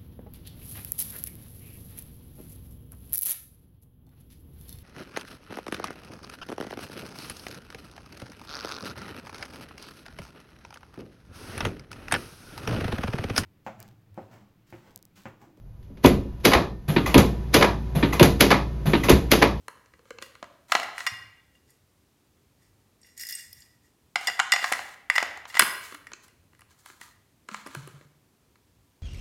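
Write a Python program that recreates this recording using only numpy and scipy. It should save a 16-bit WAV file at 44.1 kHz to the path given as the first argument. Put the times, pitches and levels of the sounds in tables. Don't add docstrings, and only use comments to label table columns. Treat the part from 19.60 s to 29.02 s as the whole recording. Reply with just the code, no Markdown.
import sys
import numpy as np
from scipy import signal
from scipy.fft import rfft, irfft
from scipy.io import wavfile
from scipy.ndimage import uniform_filter1d

SR = 44100
rng = np.random.default_rng(int(sys.argv[2]) if len(sys.argv) > 2 else 0)


def wrap_up_sound(samples):
    columns = np.atleast_2d(samples).T
    tamed = np.clip(columns, -1, 1)
    steps = np.round(tamed * 32767).astype(np.int16)
    wavfile.write(sys.argv[1], SR, steps)


N = 415422

# (pitch [Hz], width [Hz], level [dB])
HOUSING_MODES = [(1024, 110, -4), (1204, 150, -2.5), (1405, 110, -4), (1629, 150, -2), (2222, 260, -3),
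                 (2637, 110, -9), (2980, 270, -4.5), (3904, 1000, -9), (4160, 85, -8), (4480, 270, -9),
                 (5460, 1400, -7), (6126, 190, -12.5), (6873, 990, -4)]
DRAWER_MODES = [(1920, 110, 1.5), (1973, 170, 2), (2034, 52, -4.5), (2816, 16, -10.5), (3478, 40, -12.5),
                (4727, 130, -14.5), (5083, 70, -8.5), (5400, 95, -22), (5590, 22, -13.5), (5760, 210, -21),
                (6900, 40, -13.5), (7570, 37, -18.5), (8220, 56, -15.5), (8450, 160, -25),
                (8900, 110, -17.5), (10608, 110, -22.5), (11400, 290, -16.5), (13000, 400, -23),
                (14700, 430, -28)]
SLOT_MODES = [(625, 88, -8), (718.2, 40, 0.5), (808, 44, 1.5)]
DRAWER_OUT_S = (1.1, 6.0)


def gain_of(db):
    return 10 ** (np.asarray(db) / 20)


def unit_rms(x):
    return x / np.sqrt(np.mean(x ** 2) + 1e-20)


def unit_peak(x):
    return x / (abs(x).max() + 1e-20)


def unit_mode(ring):
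    onset = ring[:512] * np.hanning(1024)[512:]
    return ring * 128 / abs(rfft(onset)).max()


def curve_at(points, hz):
    f, value = np.transpose(points)
    return np.interp(np.log(hz + 1), np.log(f + 1), value)


def add(mix, s, sound):
    part = mix[round(s * SR):][:len(sound)]
    part += sound[:len(part)]


def colour(x, spectrum):
    log_gain = curve_at(spectrum, abs(np.fft.fftfreq(4096, 1 / SR))) * np.log(10) / 20
    taps = np.fft.ifft(np.exp(np.conj(signal.hilbert(log_gain)))).real[:1024]
    return signal.oaconvolve(x, taps / np.linalg.norm(taps))[:len(x)]


def radiated(x, low_hz):
    return signal.sosfilt(signal.butter(6, low_hz, "high", fs=SR, output="sos"), x)


def ringing(modes, spot_hz=2000, focus_db=0, spread_db=0):
    hz, width, db = np.transpose(modes)[:, :, None]
    t = np.arange(4096) / SR
    luck = rng.standard_normal((len(modes), 1))
    mode_db = db - focus_db * abs(np.log2(hz / spot_hz)) + spread_db * abs(luck)
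    size = np.sign(luck) * gain_of(mode_db) * np.sqrt(width)
    ring = (size * np.exp(-np.pi * width * t) * np.sin(2 * np.pi * hz * t)).sum(0)
    return ring / np.linalg.norm(ring)


def contact(ms):
    age = np.arange(2048) / SR / (ms / 1000)
    envelope = age * np.exp(-2 * age)
    rattle = rfft(rng.standard_normal(len(age)) * envelope)
    return irfft(rattle / (abs(rattle) + 1e-9)) * np.sqrt(envelope)


def grit(per_s, spread_db):
    size = gain_of(spread_db * np.minimum(rng.exponential(1, N), 4)) * rng.standard_normal(N)
    return unit_rms(size * (rng.random(N) < per_s / SR))


def swells(moves, top, ends_db):
    t, out = np.arange(N) / SR, np.zeros(N)
    for start, end, db in moves:
        shape_db = np.interp(t, [start, start + top * (end - start), end], [ends_db, 0, ends_db])
        out += gain_of(db + shape_db) * (t > start) * (t < end)
    return out


def room_tone():
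    # (frequency [Hz], relative level [dB])
    spectrum = [(15, -51), (25, -21), (70, -0.5), (181, -14), (219, -11.5), (258, -12), (420, -17),
                (685, -22.5), (1030, -23.5), (1460, -27), (2380, -28), (15100, -34), (16400, -44.5)]
    frames, hz = N // 256 + 5, np.fft.rfftfreq(1024, 1 / SR)
    real, imag, drift = rng.standard_normal((frames, 513, 3)).T
    drift = unit_rms(uniform_filter1d(uniform_filter1d(drift, 6, 0), 24, 1))
    drift_db = 2.0 * drift / (1 + hz[:, None] / 400)
    spectra = (real + 1j * imag) * gain_of(curve_at(spectrum, hz)[:, None] + drift_db)
    return gain_of(-65) * unit_rms(signal.istft(spectra, nperseg=1024, noverlap=768)[1][:N])


def room_reverb(x):
    # (frequency [Hz], t60 [s])
    decay = [(150, 0.59), (400, 0.93), (1040, 0.69), (2760, 0.73), (7280, 0.48), (11000, 0.55),
             (15000, 0.61)]
    hz, t, spectra = signal.stft(rng.standard_normal((3, SR)), SR, nperseg=256)
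    fade = gain_of(-60 * t / curve_at(decay, hz)[:, None])
    tails = signal.istft(spectra * fade, SR, nperseg=256)[1][:, :SR]
    tails *= np.clip((np.arange(SR) / SR - .003) / 0.004, 0, 1)
    turn = np.pi * 4.0 * np.arange(N) / SR + np.pi / 3 * np.arange(3)[:, None]
    sends = np.sqrt(2 / 3) * np.cos(turn)
    return signal.fftconvolve(x * sends, tails / np.linalg.norm(tails[0]), axes=1)[:, :N].sum(0)


def table_thuds():
    # (time [s], level [dB], pitch [Hz], t60 [s])
    blows = [(1.518, -40.5, 104, 0.16), (1.591, -47, 104, 0.28), (6.02, -13.5, 253, 0.034),
             (7.916, -46.5, 209, 0.26), (8.06, -47.5, 271, 0.1), (8.164, -35.5, 139.7, 0.29),
             (8.277, -42, 151, 0.15), (8.335, -39.5, 143.4, 0.17), (8.449, -54.5, 144, 0.44),
             (6.34, -44.5, 293, 0.083)]
    out, t = np.zeros(N), np.arange(SR // 2) / SR
    attack = 1 - np.exp(-t / .004)
    for s, db, hz, t60 in blows:
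        waver = 1 + 0.68 * unit_rms(uniform_filter1d(rng.standard_normal(len(t)), size=600))
        add(out, s, waver * gain_of(db - 60 * t / t60) * np.sin(2 * np.pi * hz * t) * attack)
    return out


def rubs():
    # (start [s], end [s], level [dB], relative hiss [dB])
    strokes = [(0.44, 0.588, -65, -16), (0.61, 0.71, -71.5, 14.5), (1.082, 1.29, -43, -7.5),
               (1.343, 1.572, -46, -11), (4.56, 4.864, -46, -12), (4.95, 5.346, -40.5, -10),
               (5.522, 5.67, -44.5, -5), (5.874, 5.934, -49.5, -2), (5.926, 6.078, -38.5, -16),
               (6.03, 6.245, -54, 0), (6.207, 6.38, -51.5, 1.5), (6.622, 6.683, -58, -0.5),
               (7.088, 7.181, -61.5, -6), (7.178, 7.243, -64.5, 2), (7.235, 7.426, -56, -4.5),
               (7.4, 7.533, -53, -4), (7.879, 8.12, -48, -19), (8.057, 8.453, -52, -17)]
    # (frequency [Hz], level [dB])
    hiss_spectrum = [(1500, -25), (4000, -4), (7000, 0.5), (11000, -3), (16000, -6.5)]
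    grain = grit(per_s=5000, spread_db=1.5)
    shape = dict(top=0.23, ends_db=-16.5)
    slips = grain * swells([row[:3] for row in strokes], **shape)
    hiss = grain * swells([(start, end, db + hiss_db) for start, end, db, hiss_db in strokes], **shape)
    t = np.arange(N) / SR
    drawer_out = (t > DRAWER_OUT_S[0]) & (t < DRAWER_OUT_S[1])
    scrape = signal.oaconvolve(slips, ringing(HOUSING_MODES, 1000, focus_db=1.7))[:N]
    open_ring = 0.34 * ringing(DRAWER_MODES) + 0.11 * ringing(SLOT_MODES)
    scrape += signal.oaconvolve(slips * drawer_out, open_ring)[:N]
    return radiated(scrape + colour(hiss, hiss_spectrum), low_hz=780)


def sequins():
    # (start [s], end [s], level [dB])
    slides = [(1.92, 2.02, -70.5), (2.05, 2.2, -65), (2.98, 3.13, -67.5), (3.4, 3.6, -59.5),
              (3.565, 3.7, -39.5), (3.66, 3.8, -40), (3.72, 3.93, -46), (3.9, 4.16, -57),
              (4.2, 4.34, -68.5)]
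    # (time [s], peak [dB], spot pitch [Hz], relative sparkle [dB])
    clumps = [(1.951, -53, 2850, -28), (2.104, -54, 8100, 5), (3.414, -51, 8120, -17),
              (3.4306, -47, 5050, -20.5), (3.4444, -49.5, 2840, -20), (3.4684, -59, 2820, 4),
              (3.576, -34, 8400, -1), (3.5957, -34, 5460, 2), (3.6105, -37, 5640, 11),
              (3.6215, -33, 5700, 5), (3.6341, -31, 1840, 3), (3.6504, -35, 5240, -3),
              (3.6682, -34, 5300, 5), (3.6877, -29, 5350, 3), (3.6964, -28, 5200, 2),
              (3.708, -44, 5680, 17), (3.7234, -27.5, 5070, 2), (3.7508, -22.5, 9100, -10),
              (3.8074, -43, 4960, 6), (3.8174, -50, 1940, 5), (3.929, -40, 5310, 9),
              (4.0034, -45, 8050, 0.5), (4.0198, -42.5, 4800, -21)]
    # (frequency [Hz], level [dB])
    rustle_spectrum = [(1000, -36.5), (2500, -22), (5000, -1), (8500, 2.5), (11000, -18), (16000, -16.5)]
    sparkle_spectrum = [(5000, -42.5), (9000, -3), (11000, 1), (13000, 3), (16000, -5)]
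    flow, patter = swells(slides, top=0.32, ends_db=-20), np.zeros(N)
    for _ in range(3):
        hits = flow * grit(per_s=1800, spread_db=3.3)
        patter += signal.oaconvolve(hits, ringing(DRAWER_MODES, 11000, focus_db=5.3, spread_db=2.2))[:N]
    rustle = colour(flow * grit(per_s=6000, spread_db=3.0), rustle_spectrum)
    out = gain_of(-4.5) * patter + gain_of(-7) * rustle
    for s, db, spot_hz, sparkle_db in clumps:
        force = contact(ms=2.3)
        ring = ringing(DRAWER_MODES, spot_hz, focus_db=24.0, spread_db=6.9)
        add(out, s, gain_of(db) * unit_peak(signal.fftconvolve(force, ring)))
        add(out, s, gain_of(db + sparkle_db) * unit_peak(colour(force, sparkle_spectrum)))
    return radiated(out, low_hz=1600)


def knocks():
    # (time [s], walls [dB], weight [dB], drawer [dB], edges [dB], spot pitch [Hz])
    hits = [(0.0815, -23, -22, -29, -11, 1410), (0.171, -52.5, -4.5, -16, -26, 977),
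            (0.2588, -46.5, -17, -40, -27, 4660), (0.3368, -45, -10.5, -11, -27, 1850),
            (.392, -49.5, -5.5, -36, -19, 1340), (0.454, -49, -6, -32, -21, 1320),
            (0.5056, -30.5, -4.5, -20, -34, 1300), (0.5851, -29.5, -17.5, -26, -39, 2610),
            (0.6161, -36.5, -11.5, -18.5, -8, 1867), (0.6231, -26, -13, -16.5, -8, 2700),
            (0.6616, -46, -12.5, -14.5, -4, 2189), (0.752, -39.5, -24, -21, -40, 1297),
            (0.827, -27.5, -6, -28, -26.5, 1270), (0.8413, -37, -11, -17.5, -18, 1211),
            (1.097, -42, -7, -10, -15, 1302), (1.1193, -5.5, -22, -19, -22.5, 1466),
            (1.1507, -5, -18.5, -19.5, -26, 1590), (1.1664, -21, -17, -13, -27, 1930),
            (1.1977, -17, -19, -18.5, -39, 2180), (1.2292, -28, -9, 0.5, -33, 1980),
            (1.3798, -32.5, -23.5, 2, -3, 2170), (1.3884, -34, -28, -15, -7.5, 2100),
            (1.404, -26, -33, -6.5, -29, 2090), (1.4649, -15, -41.5, -11, -14.5, 2070),
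            (1.4704, -21.5, -21, -4.5, -19, 1280), (4.5566, -11, -19.5, -7, -23, 1778),
            (4.61, -33, -8.5, -11.5, -6, 1920), (4.671, -26.5, -21, 5.5, -8, 1962),
            (4.682, -17.5, -13, -10.5, -27.5, 1770), (4.6974, -22.5, -17.5, -15.5, -16.5, 1960),
            (4.792, -13.5, -29, -4.5, -35, 1507), (4.798, -5.5, -23, -19, -21, 1678),
            (4.9197, -10.5, -29, -7, -22.5, 2020), (4.9353, -13.5, -15.5, -5.5, -28, 2070),
            (4.9608, -19, -15, -4.5, -25, 1976), (4.9892, -28.5, -13.5, -16, -20, 1430),
            (5.0265, -25, -16.5, -13, -28, 1160), (5.0412, -13.5, -18, -4.5, -32, 1990),
            (5.0469, -25, -21, -3, -15.5, 1965), (5.1188, -20.5, -8, -16, -17.5, 1223),
            (5.1224, -13.5, -17, -24.5, -6, 1525), (5.1326, -22, -22.5, -2.5, -17.5, 2060),
            (5.1496, -27, -12.5, -14.5, -25, 1418), (5.19, -22, -17.5, -17, -41.5, 1190),
            (5.499, -18.5, -25, 4, -10.5, 1149), (5.5541, -19.5, -29.5, -6.5, -16.5, 2089),
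            (5.5588, -21, -21.5, 4, -23, 1958), (5.5799, -10.5, -29, -3, -27, 1920),
            (5.6018, -24.5, -25, -9, -30, 2030), (5.6264, -14, -15, -19.5, -20, 1910),
            (5.7725, -30, -13, -20.5, -35.5, 1965), (5.8529, -30.5, -21.5, -23, -28.5, 1200),
            (5.8992, -41.5, -15, -2.5, -18.5, 1868), (5.9422, -27, -26.5, -10.5, -21.5, 2060),
            (5.9508, -29, -15, -5, -25.5, 2000), (5.9686, -17.5, -22.5, -3, -30, 1950),
            (5.9935, -2, -28, -17, 0.5, 1610), (6.0059, -10, -23, -11.5, -18.5, 2237),
            (6.0206, -9.5, -19, -20, -20.5, 1250), (6.3228, -32.5, -6, -13, -26, 1220),
            (6.345, -34, -24, -29, -3, 1590), (6.3479, -32.5, -24, -19, -13, 1490),
            (6.4686, -41.5, -37, 0.5, -5, 2100), (6.517, -32.5, -13.5, -36, -21, 1460),
            (6.5334, -26.5, -21, -49, -32, 6200), (6.6809, -48, -22, -17, 0.5, 1053),
            (6.932, -50.5, -11.5, -15, -24, 1100), (6.9485, -50.5, -22, -19, -23, 2190),
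            (6.992, -50, -24, -12, 0, 1350), (7.007, -49.5, -32, -9.5, 2, 1340),
            (7.017, -43, -35, -31, -11, 2100), (7.2592, -35, -34, -18, -5, 1530),
            (7.2998, -37, -14, -30, -24, 1280), (7.4125, -35, -15, -6, -2, 1980),
            (7.887, -26, -15, -24, -13.5, 1060), (7.9129, -34.5, -15, -26, -20, 3250),
            (7.9435, -19.5, -31, -46, -23, 1050), (8.0625, -31.5, -5, -19, -15, 980),
            (8.0708, -36.5, -6, -24, -2.5, 1070), (8.1485, -25, -12.5, -28.5, -6.5, 1070),
            (8.274, -40, 2.5, -22, 2.5, 1110), (8.4106, -45.5, -1, -17, -27, 1724),
            (8.956, -49.5, -25, -17, -22.5, 1550)]
    # (frequency [Hz], level [dB])
    edge_spectrum = [(3000, -47.5), (6000, -11), (8000, 1), (10500, 6.5), (12500, -2.5), (14000, -8),
                     (16000, -8)]
    # (pitch [Hz], width [Hz], level [dB])
    body_modes = [(260, 280, 3.5), (363, 63, -0.5), (463, 120, -5)]
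    # (time [s], pitch [ratio])
    slot_tuning = [(.6, 0.65), (.83, 0.83), (1.12, 0.99), (5.9, 1.0), (6.0, .8)]
    # (body shove [dB], slot boom [dB], contact time [ms])
    drawer_states = [(-3.5, -4, 1.8), (-18, 1.5, 2.8), (1, -15.5, 2.2)]
    clack, weight = np.zeros(N), np.zeros(N)
    for s, walls_db, weight_db, drawer_db, edge_db, spot_hz in hits:
        shove_db, boom_db, contact_ms = drawer_states[np.searchsorted(DRAWER_OUT_S, s)]
        force, tap = contact(contact_ms), contact(ms=2.1)
        dull_db = 2 - 0.1 * edge_db
        drawer_ring = unit_mode(ringing(DRAWER_MODES, 1900, focus_db=dull_db, spread_db=1.8))
        drawer = signal.fftconvolve(tap / np.linalg.norm(tap), drawer_ring)
        walls = signal.fftconvolve(force, ringing(HOUSING_MODES, spot_hz, focus_db=3.8, spread_db=2.8))
        add(clack, s, gain_of(walls_db) * unit_peak(walls))
        add(clack, s, gain_of(walls_db + edge_db) * unit_peak(colour(force, edge_spectrum)))
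        add(clack, s, gain_of(walls_db + drawer_db) * drawer)
        slot_ratio = np.interp(s, *np.transpose(slot_tuning))
        boom = unit_mode(ringing(np.multiply(SLOT_MODES, [slot_ratio, 1, 1]), spread_db=0.5))
        shove = unit_peak(ringing(body_modes, spread_db=5.0))
        add(weight, s, gain_of(walls_db + weight_db + boom_db) * boom)
        add(weight, s, gain_of(walls_db + weight_db + shove_db) * shove)
    return radiated(clack, low_hz=610) + radiated(weight, low_hz=190)


def scene():
    close = knocks() + sequins() + rubs() + table_thuds()
    return (close + gain_of(-8.5) * room_reverb(close) + room_tone())[None]


def record(dry):
    low_cut = signal.sosfilt(signal.butter(3, 50, "high", fs=SR, output="sos"), dry)
    high_cut_taps = signal.firwin(511, 16050, window=("kaiser", 9), fs=SR)
    return signal.oaconvolve(np.clip(low_cut, -1, 1), high_cut_taps[None], "same")


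dry = scene()
out = record(dry)
wrap_up_sound(out)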